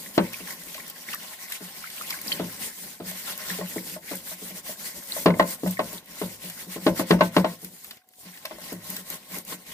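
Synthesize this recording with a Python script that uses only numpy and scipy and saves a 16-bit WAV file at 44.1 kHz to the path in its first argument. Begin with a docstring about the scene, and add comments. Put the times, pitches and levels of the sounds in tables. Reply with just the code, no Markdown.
"""A wire scrubbing pad is rubbed to and fro in a steel pan half full of soapy water, in an enamel sink.
The wires hiss and tick on the steel, scrape through the water and set the pan singing.
The pan rocks and knocks on the basin; water plops, splashes snap and suds tick over a quiet kitchen.
Two microphone ports a few centimetres apart hear it, the left one first."""
import sys
import numpy as np
from scipy import signal
from scipy.fft import rfft, irfft, next_fast_len
from scipy.io import wavfile
from scipy.ndimage import uniform_filter1d, map_coordinates

SR = 44100
rng = np.random.default_rng(int(sys.argv[2]) if len(sys.argv) > 2 else 0)


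def output_pcm(signal):
    """Save a mono or channel-first signal as 16-bit PCM at the path in sys.argv[1].

    Samples are clipped to [-1, 1] before scaling.
    """
    pcm = np.clip(np.atleast_2d(signal).T, -1, 1) * 32767
    wavfile.write(sys.argv[1], SR, np.round(pcm).astype(np.int16))


N = 429093


def amp(db):
    return 10 ** (np.asarray(db) / 20)


def unit_rms(x):
    return x / np.sqrt(np.mean(x ** 2) + 1e-20)


def along(points, hz):
    """Reads a curve of (freq_hz, value) points on a log frequency axis."""
    freqs, values = np.transpose(points)
    return np.interp(np.log(hz + 1), np.log(freqs + 1), values)


def eased(rows):
    """Turns rows of (time_s, values...) into one curve a column, easing in and out of every point."""
    times, *columns = np.transpose(rows)
    index = np.arange(len(times))
    position = np.interp(np.arange(N) / SR, times, index)
    position = np.floor(position) + np.sin(np.pi / 2 * (position % 1)) ** 2
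    return [np.interp(position, index, column) for column in columns]


def wobble(rate):
    """A smooth random curve, rate knots a second."""
    return map_coordinates(rng.standard_normal(int(N * rate / SR) + 4), [np.arange(N) * rate / SR])


def filtered(x, response):
    """Filters x by a complex function of frequency."""
    size = next_fast_len(N + SR // 2)
    return irfft(rfft(x, size) * response(np.fft.rfftfreq(size, 1 / SR)), size)[..., :N]


def add(track, start_s, sound):
    """Mixes a sound into the track."""
    part = track[..., round(start_s * SR):][..., :sound.shape[-1]]
    part += sound[..., :part.shape[-1]]


def burst(spectrum, decay):
    """Stereo noise of energy about 1 a side, in which each frequency dies at its own speed."""
    hz, t, bins = signal.stft(rng.standard_normal((2, SR // 3)), SR, nperseg=128)
    shape = amp(along(spectrum, hz)[:, None] - 60 * t / along(decay, hz)[:, None])
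    tail = signal.istft(bins * shape, SR, nperseg=128)[1]
    return tail / np.linalg.norm(tail[0])


# Stereo image of the noise, narrow lows and wide highs: freq_hz, correlation
PORT_LIKENESS = [(60, 0.77), (200, 0.99), (700, 0.56), (2000, 0.17), (5000, 0.053), (15000, 0.077)]

def rush(spectrum, grain_db, grain_rate, patchy_db):
    """Stereo noise of rms 1, lumpy in time and patchy in colour."""
    grainy = rng.standard_normal((2, N)) * amp(grain_db * wobble(grain_rate))
    bins = signal.stft(grainy, nperseg=256)[2]
    patches = uniform_filter1d(rng.standard_normal(bins.shape[1:]), size=5, axis=0)
    patches = unit_rms(uniform_filter1d(patches, size=10, axis=1))
    pair = signal.istft(bins * amp(patchy_db * patches), nperseg=256)[1][:, :N]

    def colour_and_width(hz):
        angle = np.arccos(np.clip(along(PORT_LIKENESS, hz), -1, 1)) / 2
        return amp(along(spectrum, hz)) * [np.cos(angle), np.sin(angle)]
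    mid, side = filtered(pair, colour_and_width)
    return unit_rms(np.array([mid + side, mid - side]))


# Colour of the room tone: freq_hz, gain_db
ROOM_TONE = [(15, -62), (40, -22.5), (241, -12.5), (542, -14.5), (729, -10.5), (1010, -22), (1980, -35.5),
             (3490, -29.5), (4570, -25), (6850, -37), (15800, -25)]
# A faint hum in the room: pitch_hz, level_db
ROOM_HUM = [(737.5, -71)]

def kitchen():
    """A quiet bed of room tone with a wavering hum."""
    pitch_hz, level_db = ROOM_HUM[0]
    level = amp(level_db + 4 + 1.4 * wobble(2.8))
    hum = level * np.sin(2 * np.pi * pitch_hz * np.arange(N) / SR + 0.68 * wobble(9.2))
    return amp(-61) * rush(ROOM_TONE, grain_db=7, grain_rate=150, patchy_db=4.5) + hum


# Reverb decay of basin and room: freq_hz, t60_s
SINK_DECAY = [(100, .25), (500, 0.098), (2000, 0.09), (10000, 0.03)]

def sink_reverb(sound):
    """The basin walls and the room answer, with a fresh tail every third of a second."""
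    out, step = np.zeros((2, N)), SR // 3
    for start in range(0, N, step):
        tail = burst([(100, 0)], SINK_DECAY)
        add(out, start / SR + 0.0026, signal.fftconvolve(sound[None, start:start + step], tail, axes=1))
    return out


def suds():
    """Small bubbles close at random in the stirred water, each a tiny rising ping."""
    out, t = np.zeros(N), np.arange(SR // 30) / SR
    for when, pitch, softness in rng.random((420, 3)):
        hz = 1500 * 4 ** pitch ** 1.5
        phase = 2 * np.pi * hz * t * (1 + 4 * t)
        envelope = amp(-14 * softness - 60 * t * hz / 50) * (1 - np.exp(-t / 0.00057))
        add(out, when * N / SR, envelope * np.sin(phase))
    return out


# Short pitched blips, water plops and a few brief rings of the pan: start_s, level_db, pitch_hz
PITCHED_BLIPS = [(0.0603, -39, 1990), (0.3395, -31, 2330), (.47, -38, 1850), (0.506, -34, 1840),
                 (.618, -42, 1930), (0.799, -33, 2060), (1.0867, -25.5, 1960), (1.1287, -30, 2780),
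                 (1.1318, -32, 1770), (1.137, -32.5, 1290), (1.153, -37, 1750), (1.243, -43, 1070),
                 (1.4825, -32, 2030), (1.501, -39, 1180), (1.518, -33, 2020), (1.839, -30.5, 1440),
                 (1.8716, -33, 2170), (1.925, -50, 2100), (1.955, -46, 1970), (1.9774, -34.5, 2840),
                 (2.01, -30, 1310), (2.058, -46, 1860), (2.104, -21.5, 4910), (2.112, -38, 1120),
                 (2.125, -27, 2280), (2.14, -35, 1765), (2.1864, -37.5, 2170), (2.2794, -21, 4900),
                 (2.317, -26, 2160), (2.318, -16.5, 2970), (2.324, -14, 4340), (2.873, -43, 1930),
                 (3.5007, -30, 1770), (3.78, -31.5, 2020), (5.12, -20, 4200), (5.3028, -28, 2040),
                 (5.338, -32, 2070), (5.769, -30.5, 2000), (5.979, -34, 3770), (6.5744, -38, 1590),
                 (7.343, -34, 1430), (9.319, -43, 1960)]

def blips(pitch_spread=0.07, scatter_s=0.0018):
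    """Each blip is six close, damped tones that rise a little, like a crowd of bubbles of like size."""
    out, t = np.zeros((2, N)), np.arange(SR // 20) / SR
    for start_s, level_db, pitch_hz in PITCHED_BLIPS:
        age = t * np.sqrt(pitch_hz * 2000) / 20  # 1 at 60 dB down: 20 cycles for a 2 kHz tone
        for skew, detune, late, size in rng.normal(0, 1, (6, 4)):
            hz = pitch_hz * (1 + pitch_spread * detune)
            phase = 2 * np.pi * hz * t * (1 + 0.02 * np.minimum(age, 1)) + [[skew], [-skew]]
            envelope = amp(level_db + 2 * size - 60 * age ** 1.6) * (1 - np.exp(-t / 0.001))
            add(out, start_s + scatter_s * abs(late), envelope * np.sin(phase))
    return out


# Small splashes and snapping wires: start_s, level_db, body_db (relative to level_db)
SPLASH_SNAPS = [(0.332, -27, 1), (0.795, -35, -4), (0.7433, -32, 7.5), (0.879, -25.5, -25),
                (0.899, -22.5, -14), (1.133, -31, 8.5), (1.146, -19.5, -10), (1.5, -29, -20),
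                (1.5214, -18, -3.5), (1.9, -34, 3), (1.9634, -28, -20), (2.0208, -25, -5),
                (2.0993, -25, -17), (2.104, -20.5, 1.5), (2.158, -38, -24.5), (2.1715, -35, -18),
                (2.215, -23, -25), (2.278, -26.5, -24), (2.3156, -23, -4), (3.377, -22, -22),
                (4.111, -35, -4), (4.155, -21, -21), (4.559, -35, -28), (5.507, -21, -52),
                (5.6433, -37, -22), (5.6747, -24, -2.5), (5.709, -18.5, -21), (5.93, -23.5, -22),
                (6.0583, -37.5, -17), (6.499, -25, -2), (7.5913, -43, -19), (7.646, -22, -9.5),
                (7.8445, -27, -4.5), (7.9086, -29.5, 2.5), (7.97, -43.5, 2), (8.135, -51, 4.5),
                (8.373, -39, 3), (8.088, -42.5, -8), (8.453, -24.5, 4), (8.727, -23.5, -25),
                (8.901, -19, -27), (8.965, -20.5, -3.5), (9.101, -19.5, -24), (9.319, -29, -43),
                (9.3454, -25.5, -38), (9.385, -22, -25), (9.45, -31, -20), (9.62, -41, -22)]

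def snaps():
    """A bright crack over a splashy body; the wetter the body, the longer it lasts."""
    out, t = np.zeros(N), np.arange(SR // 10) / SR
    wet_band = signal.butter(2, [1600, 5200], "band", fs=SR, output="sos")
    crack_band = signal.butter(2, 9000, "high", fs=SR, output="sos")
    crack_shape = (amp(1 - 60 * t / 0.012) + amp(-12 - 60 * t / 0.03)) * (1 - np.exp(-t / 0.0005))
    for start_s, level_db, body_db in SPLASH_SNAPS:
        t60_s = 0.018 + 0.00067 * max(body_db + 11, 0)
        body_shape = amp(body_db - 60 * t / t60_s) * (1 - np.exp(-t / 0.0021))
        crack = crack_shape * unit_rms(signal.sosfilt(crack_band, rng.standard_normal(len(t))))
        body = body_shape * unit_rms(signal.sosfilt(wet_band, rng.standard_normal(len(t))))
        add(out, start_s, amp(level_db) * (crack + body))
    return out


# Colour of the thud in a knock: freq_hz, gain_db
THUD_COLOUR = [(300, 4.5), (1000, 1.5), (2500, -16), (4200, -15.5), (6000, -26.5), (16000, -57)]

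def thud(knock_eq):
    """Modes too dense to tell apart die away as noise, partly shared by both ports."""
    spectrum = [(hz, gain_db + along(knock_eq, hz)) for hz, gain_db in THUD_COLOUR]
    noise = burst(spectrum, decay=[(300, 0.12), (2500, 0.11), (8000, 0.0099)])
    return noise + 0.45 * noise[::-1]


# Modes of pan and basin: pitch_hz, level_db, t60_s
PAN_MODES = [(107.1, -14.5, 0.54), (163.4, -12, 0.36), (181.2, 11, 0.16), (225.5, -13.5, 0.45),
             (286, 7, 0.067), (329.5, -1.5, 0.18), (419, 5.5, 0.066), (526, -7.5, 0.25), (574.8, -1, 0.15),
             (620.6, 8.5, 0.077), (677.6, -13.5, 0.23), (794, -6, 0.052), (869, -6.5, 0.11),
             (951, -5, 0.075), (1029.6, -9.5, 0.15), (1070, -0.5, 0.064), (1350, -20, 0.096),
             (1410, -27.5, 0.11), (1518, -20, 0.16), (1740, -39, 0.093), (1883, -22, 0.075),
             (1897, -20, 0.038), (2060, -23, 0.1), (2810, -30, .08), (3930, -30, .05)]
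# The pan hits the basin, with low, mid and high trims: start_s, level_db, boom_db, bell_db, clang_db
PAN_KNOCKS = [(0.176, 1.5, -21, -17, -18), (0.401, -26.5, -12, -31, -34), (0.749, -47.5, -20, 10, -14),
              (0.778, -48, -23, -22, 11.5), (1.606, -28, -10, -13, -46), (2.26, -26, -28, -31, -28),
              (2.395, -12.5, -10.5, -15, -21), (2.412, -31.5, -10, 3, -32), (2.431, -39, -20, -13, -25),
              (2.999, -18.5, -12.5, -11.5, -26), (3.058, -46, 15, -25, -13), (3.112, -44.5, 7, 7, 5),
              (3.5, -33, 0, -25, -30), (3.586, -18, -18, -15, -33), (3.609, -30, 1, 1, 1.5),
              (3.759, -15.5, -14, -16.5, -28), (3.915, -31, -4, -28, -37), (3.961, -33.5, -29, 0.5, -3),
              (4.111, -14, -20.5, -18.5, -19), (4.313, -43, -2, 5, 6), (4.417, -29, -8, -29, -33),
              (4.504, -30, -5, -14, -29), (4.691, -43.5, -26, 11, -8), (5.163, -31, -39, 7, -1),
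              (5.257, 3.5, -14, -18.5, -18), (5.28, -9, -11, -6, -17), (5.3, -16.5, -21, -7, -8),
              (5.338, -24, -20, -7, -12), (5.366, -27, -27, -5, -21), (5.394, -5, -12, -3.5, -0.5),
              (5.421, -20, -33, -17, 0), (5.632, -11.5, -12.5, -38, -37), (5.659, -29, 5.5, 5, 0.5),
              (5.685, -42, -6, -28, -29), (5.79, -10, -18, -5.5, -6.5), (5.928, -30.5, -10, -8.5, -33),
              (6.213, -11, -11.5, -14, -20), (6.437, -30, -3.5, -12, -27),
              (6.759, -18.5, -16.5, -17.5, -19), (6.666, -30.5, -7, -29, -37.5),
              (6.812, -31, 0.5, -22, -34.5), (6.863, 0, -16.5, -22, -15), (6.874, -12, -18, 1, -17),
              (6.993, -6, -20, -14, -19.5), (7.105, 3.5, -15, -28, -15.5),
              (7.128, -15.5, -11.5, -1.5, -12.5), (7.188, -24, -20, -10, -9), (7.206, -4, -14.5, -3, -2.5),
              (7.228, -27, -21, -8, -14), (7.363, 0.5, -13.5, -14.5, -14.5),
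              (7.375, -16.5, -20, -13.5, -10.5), (7.442, -11, -12, -2, -5.5),
              (7.627, -27.5, -11.5, -36, -36), (8.251, -39.5, -1, -16, -17), (8.449, -39, -32, 7, 2),
              (8.507, -27, -34, -6, -5), (8.581, -40, -3, 2, -4), (8.72, -19.5, -9.5, -18.5, -32),
              (8.885, -34.5, 1, -22, -28), (8.979, -35, -4, -23, -20), (9.099, -32, -11, -18, -13),
              (9.31, -39.5, 0, -16, -32), (9.365, -27.5, -17, -18, -22), (9.52, -26.5, -13, -26, -4.5)]

def knocks(detune=0.01):
    """Each knock rings the modes at new strengths; the broad basin floor booms late."""
    out, t = np.zeros((2, N)), np.arange(SR // 3) / SR
    hz, mode_db, t60_s = np.transpose(PAN_MODES)[:, :, None]
    attack_s = along([(190, 0.021), (215, 0.00074), (3000, 0.00098)], hz)
    attack = (1 - np.exp(-t / attack_s)) ** 2
    for start_s, level_db, boom_db, bell_db, clang_db in PAN_KNOCKS:
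        knock_eq = [(200, boom_db + 20), (215, 0.0077), (470, 0.0072), (600, bell_db + 8.5),
                    (750, bell_db + 13.5), (1050, clang_db + 13.5), (2200, clang_db + 22)]
        strength = amp(mode_db + along(knock_eq, hz) + rng.normal(0, 2.2, hz.shape))
        shifted_hz = hz * rng.normal(1, detune, hz.shape)  # water and grip shift the modes
        modes = np.exp((2j * np.pi * shifted_hz - np.log(1000) / t60_s) * t) * attack
        # the higher modes reach the two ports out of step
        skew = rng.normal(0, 1, hz.shape) * along([(200, 0.023), (600, 0.34), (2000, 1.0)], hz)
        ring = [np.imag((strength * np.exp(1j * side * skew))[:, 0] @ modes) for side in (1, -1)]
        add(out, start_s + 0.00143, amp(level_db - 14) * np.array(ring))
        add(out, start_s + 0.003, amp(level_db + 10.5) * thud(knock_eq))
    # a low cut at 120 Hz keeps deep bass out of the knocks
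    return filtered(out, lambda hz: (1j * hz / 120 / (1 + 1j * hz / 120)) ** 3)


def shudder(rise_s=0.032):
    """The envelope of the pan shaking on after each knock."""
    out, age = np.zeros(N), np.arange(SR // 2) / SR / rise_s
    for start_s, level_db, *_ in PAN_KNOCKS:
        add(out, start_s, amp(level_db - 30) * age ** 2 * np.exp(2 - 2 * age))
    return out


def pan_singing(tilt_db_per_octave=13.5):
    """Friction noise rings the modes of the pan; rubbing favours the upper ones."""
    def resonances(hz):
        response = 0
        for pitch_hz, level_db, t60_s in PAN_MODES:
            gain = amp(level_db + tilt_db_per_octave * np.log2(pitch_hz / 180)) / np.sqrt(t60_s)
            response += gain * 1j * hz / (pitch_hz ** 2 - hz ** 2 + 1j * hz * 1.2 / t60_s)
        return response
    return unit_rms(filtered(rng.standard_normal(N), resonances))


# Colour of the rubbing carried by the basin: freq_hz, gain_db
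RUMBLE_COLOUR = [(15, -75.5), (25, -47), (49, -11), (119, -21.5), (173, -1), (210, -3), (284, -8),
                 (340, -10.5), (479, -10.5), (583, -7), (741, -45.5), (775, -32.5), (900, -11.5),
                 (1170, -40), (1980, -120)]

def basin_rumble(level_db):
    """Rubbing and the shuddering pan shake a lumpy low end out of the basin."""
    level = amp(level_db + 1.5 * wobble(14)) + shudder()
    return level * rush(RUMBLE_COLOUR, grain_db=2, grain_rate=27, patchy_db=0.2)


# Colour of the rubbing heard through the water: freq_hz, gain_db
SCRAPE_COLOUR = [(410, -29.5), (700, -12.5), (845, -8.5), (967, -19), (1050, -4.5), (1160, -18), (1410, -9),
                 (1700, -9), (1870, -5), (2150, -5), (2380, -10.5), (3300, -10), (6000, -12), (7800, -43),
                 (13200, -120)]

def wet_scrape(level_db):
    """Wires slipping under water make a grainy midrange."""
    return amp(level_db) * rush(SCRAPE_COLOUR, grain_db=1, grain_rate=190, patchy_db=3)


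# Colour of wire on steel, for hiss and ticks: freq_hz, gain_db
WIRE_COLOUR = [(1800, -14), (3300, -6.5), (4700, -1), (5700, -2), (8700, 3.5), (10100, 1), (11900, 2.5),
               (12100, 5.5), (12500, 2), (14000, 2), (15500, -0.5)]

def wire_hiss(level_db):
    """Many wires slip at once and blur into a bright hiss."""
    return amp(level_db) * rush(WIRE_COLOUR, grain_db=0, grain_rate=1400, patchy_db=2.1)


def wire_ticks(per_s=600, spread_db=4):
    """Single wires catch and spring free: clicks of very uneven size, scattered between the ports."""
    when, rank, side = rng.random((int(per_s * N / SR), 3)).T
    size_db = -spread_db * np.log(1 - rank * 0.995)  # exponential spread, the biggest capped
    size = amp(size_db) * rng.choice([-1, 1], len(rank))
    shares = np.cos(side * np.pi), np.sin(side * np.pi)
    hits = [np.bincount((when * N).astype(int), size * share, N) for share in shares]
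    click = amp(-60 * np.arange(SR // 200) / SR / 0.0068) * rng.standard_normal((2, SR // 200))
    clicks = signal.fftconvolve(hits, click, axes=1)[:, :N]
    return unit_rms(filtered(clicks, lambda hz: amp(along(WIRE_COLOUR, hz))))


# Overlapping swells of scrubbing hiss, strokes and the rubbing between them: peak_s, length_s, hiss_db
HISS_SWELLS = [(0, 0.42, -38.5), (0.163, 0.049, -37.5), (0.36, 0.48, -40.5), (0.518, 0.098, -34.5),
               (0.733, 0.43, -39.5), (0.895, 0.093, -45.5), (1.003, 0.14, -41.5), (1.118, 0.12, -36),
               (1.243, 0.28, -40.5), (1.33, 0.12, -41.5), (1.433, 0.092, -36.5), (1.539, 0.13, -36),
               (1.668, 0.22, -41), (1.787, 0.11, -40.5), (1.925, 0.26, -41.5), (2.017, 0.17, -41),
               (2.14, 0.25, -36.5), (2.321, 0.17, -32.5), (2.535, 0.39, -39.5), (2.658, 0.12, -32),
               (2.858, 0.3, -37.5), (3.094, 0.072, -34), (3.194, 0.28, -37), (3.306, 0.11, -32),
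               (3.492, 0.3, -34), (3.578, 0.097, -37), (3.74, 0.22, -35), (3.915, 0.17, -35.5),
               (4.139, 0.2, -36.5), (4.288, 0.11, -35.5), (4.332, 0.065, -36.5), (4.462, 0.19, -36.5),
               (4.577, 0.073, -35), (4.703, 0.11, -33.5), (4.869, 0.17, -34.5), (4.981, 0.081, -36.5),
               (5.18, 0.28, -33), (5.333, 0.081, -54.5), (5.408, 0.13, -39), (5.518, 0.11, -31),
               (5.7, 0.21, -38), (5.863, 0.18, -38.5), (5.95, 0.14, -39), (6.124, 0.16, -45.5),
               (6.232, 0.14, -37), (6.322, 0.15, -41.5), (6.478, 0.15, -38.5), (6.614, 0.15, -37.5),
               (6.742, 0.11, -36.5), (6.872, 0.14, -36.5), (6.998, 0.088, -31), (7.123, 0.11, -34.5),
               (7.254, 0.1, -37), (7.381, 0.096, -35), (7.516, 0.14, -41), (7.65, 0.11, -41.5),
               (7.755, 0.21, -47.5), (7.88, 0.22, -45.5), (8.255, 0.19, -45.5), (8.358, 0.14, -51.5),
               (8.482, 0.51, -48), (8.685, 0.22, -40), (8.938, 0.22, -36.5), (9.126, 0.12, -35),
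               (9.272, 0.23, -50.5), (9.371, 0.11, -34), (9.523, 0.098, -33.5), (9.607, 0.13, -50),
               (9.72, 0.11, -41)]

def hiss_envelope(rise_share=0.58, end_drop_db=12, resting_db=-83.5):
    """The hiss level in dB: overlapping swells rise and fade, adding in power."""
    peak_s, length_s, hiss_db = np.transpose(HISS_SWELLS)[:, :, None]
    t = np.arange(0, N / SR, 1 / 200)
    from_peak = (t - peak_s) / (length_s * np.where(t < peak_s, rise_share, 1 - rise_share))
    swells = amp(hiss_db - end_drop_db * np.abs(from_peak) ** 2.07)  # rounded tops
    power = np.sum(swells ** 2, axis=0) + amp(resting_db) ** 2
    return np.interp(np.arange(N) / SR, t, 10 * np.log10(power))


# Slow fader rides as the pad bears on the pan: time_s, scrape_db, rumble_db, singing_db
PAD_BEARING = [(0.0, -49, -53, -59.5), (0.35, -44.5, -53.5, -52), (0.78, -47, -55, -57),
               (1.3, -44.5, -55.5, -55.5), (1.87, -46, -57, -62), (2.35, -41.5, -47.5, -53),
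               (2.9, -49.5, -54.5, -70), (3.42, -38.5, -49.5, -48), (3.9, -47.5, -54.5, -76),
               (4.5, -47, -54, -56), (5.1, -48.5, -50, -59), (5.96, -49, -55, -54), (6.4, -48.5, -54, -57),
               (7.1, -42.5, -55, -60), (7.45, -46, -54, -45), (7.67, -56.5, -58, -70),
               (8.0, -60.5, -70, -72), (8.19, -75, -78, -80), (8.27, -49.5, -61.5, -65),
               (8.4, -51, -61, -72), (8.6, -47.5, -52, -55.5), (8.95, -49, -52.5, -53.5),
               (9.35, -49.5, -54, -55), (9.73, -50.5, -54, -59)]

def scrubbing(linger_s=0.037):
    """The rubbing drives the wires, water, pan and basin together; the suds follow the scrape's fader."""
    hiss_db = hiss_envelope()
    scrape_db, rumble_db, singing_db = eased(PAD_BEARING)
    swing_db = hiss_db - uniform_filter1d(hiss_db, size=SR // 3)
    lingering_db = uniform_filter1d(swing_db, size=round(linger_s * SR))  # pan and water smooth it over
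    uneven = wobble(30)
    hiss = wire_hiss(hiss_db + 1.1 * uneven)
    scrape = wet_scrape(scrape_db + 0.86 * lingering_db + 1.5 * uneven)
    rumble = basin_rumble(rumble_db + 0.81 * swing_db)
    singing = amp(singing_db + 0.73 * lingering_db) * pan_singing()
    ticks = amp(hiss_db - 8) * wire_ticks()
    return hiss + ticks + scrape + rumble + singing + amp(scrape_db + 5.5) * suds()


def scene():
    """The full mix; only blips and snaps feed the reverb."""
    accents = blips() + snaps()
    return knocks() + accents + amp(-10) * sink_reverb(accents[0]) + scrubbing() + kitchen()


# EQ of the right port against the left: freq_hz, gain_db
RIGHT_PORT_EQ = [(40, -2.3), (150, -1.3), (700, -2.5), (1400, -1.5), (2800, .8), (5500, -1.4),
                 (10000, -2.2), (14000, 0)]

def record(dry, lag_s=0.00016, ceiling=0.97, top_hz=15550):
    """The ports differ in arrival time and colour; loud knocks round off; the very top is cut."""
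    def ports(hz):
        # in the lows the whole basin sounds, and both ports hear it together
        delay_s = lag_s * hz ** 2 / (hz ** 2 + 1260 ** 2)
        right = np.exp(-2j * np.pi * hz * delay_s) * amp(along(RIGHT_PORT_EQ, hz))
        return np.array([np.ones_like(hz), right])
    heard = filtered(dry, ports)
    rounded = heard / (1 + np.abs(heard / ceiling) ** 8) ** (1 / 8)
    return filtered(rounded, lambda hz: hz < top_hz)


dry = scene()
out = record(dry)
output_pcm(out)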